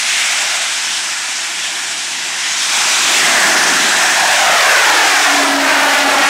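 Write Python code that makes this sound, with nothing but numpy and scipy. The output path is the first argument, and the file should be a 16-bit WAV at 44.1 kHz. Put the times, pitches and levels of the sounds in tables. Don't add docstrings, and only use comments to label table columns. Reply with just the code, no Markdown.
import sys
import numpy as np
from scipy import signal
from scipy.fft import rfft, irfft
from scipy.io import wavfile
from scipy.ndimage import uniform_filter1d

SR = 44100
rng = np.random.default_rng(int(sys.argv[2]) if len(sys.argv) > 2 else 0)


def wrap_up_sound(samples):
    columns = np.atleast_2d(samples).T
    tamed = np.clip(columns, -1, 1)
    steps = np.round(tamed * 32767).astype(np.int16)
    wavfile.write(sys.argv[1], SR, steps)


N = 277389
TIME = np.arange(N) / SR


def gain_of(db):
    return 10 ** (np.asarray(db) / 20)


def unit_rms(x):
    return x / np.sqrt(np.mean(x ** 2) + 1e-20)


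def curves(rows):
    seconds, *columns = np.transpose(rows)
    return [np.interp(TIME, seconds, column) for column in columns]


def ease(middle_s, ease_s):
    return .5 + .5 * np.tanh((TIME - middle_s) / (2 * ease_s))


def drift(rate_hz):
    hz = np.fft.rfftfreq(N, 1 / SR)
    return unit_rms(irfft(rfft(rng.standard_normal(N)) / np.sqrt(1 + (hz / rate_hz) ** 4), N))


def turbulence(spectrum, patchy_db, size=1024):
    hz = np.fft.rfftfreq(size, 1 / SR)
    frames = dict(nperseg=size, noverlap=size - size // 4)
    noise = signal.stft(rng.standard_normal(N), **frames)[2]
    patches = uniform_filter1d(rng.standard_normal(noise.shape), size=40, axis=0)
    patches = unit_rms(uniform_filter1d(patches, size=22, axis=1))
    knot_hz, knot_db = np.transpose(spectrum)
    colour_db = np.interp(np.log(hz + 1), np.log(knot_hz), knot_db)
    shaped = noise * gain_of(colour_db[:, None] + patchy_db * patches)
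    return unit_rms(signal.istft(shaped, **frames)[1][:N])


def echo(x, lag_ms, dull_hz):
    hz = np.fft.rfftfreq(N, 1 / SR)
    dull = irfft(rfft(x) / (1 + (hz / dull_hz) ** 2), N)
    return np.interp(TIME - lag_ms / 1000, TIME, dull)


def plume(hiss_trim_db=-0.16, roar_trim_db=0.1, flutter_db=0.55, surge_db=1.0):
    # time in seconds, hiss level and roar level in dB before trim.
    levels = [(0, -13.5, -37), (.45, -14, -25), (.75, -17, -33), (1, -17, -44), (1.15, -18, -37),
              (1.7, -18.5, -33.5), (2.25, -19.5, -31.5), (2.55, -16, -29.5), (2.78, -12, -20.5),
              (3.12, -9.5, -17.5), (3.33, -11.5, -12), (3.95, -12, -15.5), (4.28, -12.5, -10),
              (4.75, -14, -5.5), (5.42, -13, -10), (5.56, -19, -8), (5.85, -21, -6), (6.29, -16.5, -8.5)]
    # frequency in Hz, relative spectral density in dB.
    hiss_spectrum = [(50, -31), (100, -10), (350, -10), (490, -18), (650, -8), (1200, -4), (1500, -1),
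                     (2400, 0), (3700, -2), (4400, -5), (5400, -2), (8000, -5), (10500, -17), (15800, -42)]
    roar_spectrum = [(50, -63), (170, -8.5), (370, -4), (480, -4), (600, 1), (800, 2), (980, -2.5),
                     (1250, -1), (1650, -2), (2300, -6), (3200, -12.5), (6000, -18.5), (15800, -36)]
    hiss_db, roar_db = curves(levels)
    hiss_gain = gain_of(hiss_db + hiss_trim_db + flutter_db * drift(rate_hz=17))
    hiss = hiss_gain * turbulence(hiss_spectrum, patchy_db=0.86)
    roar_gain = gain_of(roar_db + roar_trim_db + surge_db * drift(rate_hz=39))
    roar = roar_gain * turbulence(roar_spectrum, patchy_db=1.23)
    return hiss + roar


def shock_howl(width_hz=640, trim_db=-2.0):
    # time in seconds, centre frequency in Hz, level in dB before trim.
    band_track = [(0, 2200, -24), (.2, 2090, -18), (.5, 2197, -27), (.75, 2000, -52), (2, 1800, -36),
                  (2.35, 2114, -26.5), (2.72, 1510, -24.5), (3.07, 2572, -26), (3.22, 1841, -13),
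                  (3.42, 1780, -8.5), (3.7, 1607, -13.5), (4.1, 1644, -12.5), (4.35, 1597, -29),
                  (4.7, 1558, -10), (5.1, 1706, -14.5), (6.29, 1484, -33)]
    centre_hz, level_db = curves(band_track)
    band = drift(width_hz / 2) + 1j * drift(width_hz / 2)
    carrier = np.exp(2j * np.pi * np.cumsum(centre_hz) / SR)
    return gain_of(level_db + trim_db) * (band * carrier).real


def low_rumble():
    # time in seconds, level in dB.
    rumble_levels = [(0, -38.5), (2.7, -34), (3.3, -16), (3.7, -15), (4.1, -22), (4.8, -46), (6.29, -19)]
    buffet_levels = [(0, -68), (1, -62), (1.6, -43), (2.3, -42), (2.8, -46)]
    # frequency in Hz, relative spectral density in dB.
    rumble_spectrum = [(50, -44), (100, -33), (180, 3), (260, 1.5), (350, 2), (480, -9.5), (900, -25),
                       (15800, -89)]
    buffet_spectrum = [(30, -34), (60, -21), (90, -6), (130, 10), (250, -22), (1000, -60), (15800, -90)]
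    rumble_db, = curves(rumble_levels)
    buffet_db, = curves(buffet_levels)
    rumble = gain_of(rumble_db) * turbulence(rumble_spectrum, patchy_db=0.0)
    buffet = gain_of(buffet_db) * turbulence(buffet_spectrum, patchy_db=2.5)
    return rumble + buffet


def pad_echo(jet):
    # time in seconds, lag in ms, strength from 0 to 1.
    bounce = [(0, 1.43, .16), (2, 1.22, 0.14), (2.7, 0.84, 0.36), (3.3, 0.77, 0.06), (3.75, 1.172, 0),
              (4.2, 1.2, 0.38), (4.7, 0.99, 0)]
    lag_ms, strength = curves(bounce)
    return strength * echo(jet, lag_ms, dull_hz=2340)


def nearby_echoes(sound):
    # lag in ms, strength from 0 to 1, treble cutoff in Hz.
    surfaces = [(1.17, .27, 1000), (2.85, .2, 800)]
    return sum(strength * echo(sound, lag_ms, dull_hz) for lag_ms, strength, dull_hz in surfaces)


def ground_echo(jet, full_height_lag_ms=3.97, strength=0.52):
    height = ease(middle_s=4.8, ease_s=0.6)
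    clear_of_scrub = ease(middle_s=4.3, ease_s=0.082)
    return strength * clear_of_scrub * echo(jet, full_height_lag_ms * height, dull_hz=2900)


def chamber_hum(start_hz=305, locked_hz=279.1, trim_db=4.1, clean_db=-8, rough_per_db=.05):
    # time in seconds, level in dB before trim.
    levels = [(4.75, -44), (4.97, -24), (5.15, -30.5), (5.3, -16), (5.56, -11), (5.82, -20.5),
              (6.29, -17.5)]
    level_db, = curves(levels)
    hz = start_hz + (locked_hz - start_hz) * ease(middle_s=5.26, ease_s=0.0794)
    roughness = np.clip(rough_per_db * (clean_db - level_db), 0, 1)
    stirring = (drift(rate_hz=14) + 1j * drift(rate_hz=14)) / np.sqrt(2)
    amplitude = np.sqrt(1 - roughness ** 2) + roughness * stirring
    carrier = np.exp(2j * np.pi * np.cumsum(hz) / SR)
    tone = np.sqrt(2) * (amplitude * carrier).real
    onset_s = levels[0][0]
    fade_in = np.clip((TIME - onset_s) / 0.12, 0, 1)
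    return fade_in * gain_of(level_db + trim_db) * tone


def scene():
    jet = plume() + shock_howl()
    arriving = jet + low_rumble() + pad_echo(jet) + ground_echo(jet)
    heard = arriving + nearby_echoes(arriving) + chamber_hum()
    return np.array([heard, heard])


def record(dry, ceiling=0.64, bass_shelf_hz=93, bass_cut_hz=890, edge_hz=15750):
    saturated = ceiling * np.tanh(dry / ceiling)
    wind_filter = signal.bilinear([1, 2 * np.pi * bass_shelf_hz], [1, 2 * np.pi * bass_cut_hz], SR)
    thinned = signal.lfilter(*wind_filter, saturated)
    steep_lowpass = signal.firwin(511, edge_hz, window=("kaiser", 9), fs=SR)
    return signal.oaconvolve(thinned, steep_lowpass[None], "same", axes=1)


dry = scene()
out = record(dry)
wrap_up_sound(out)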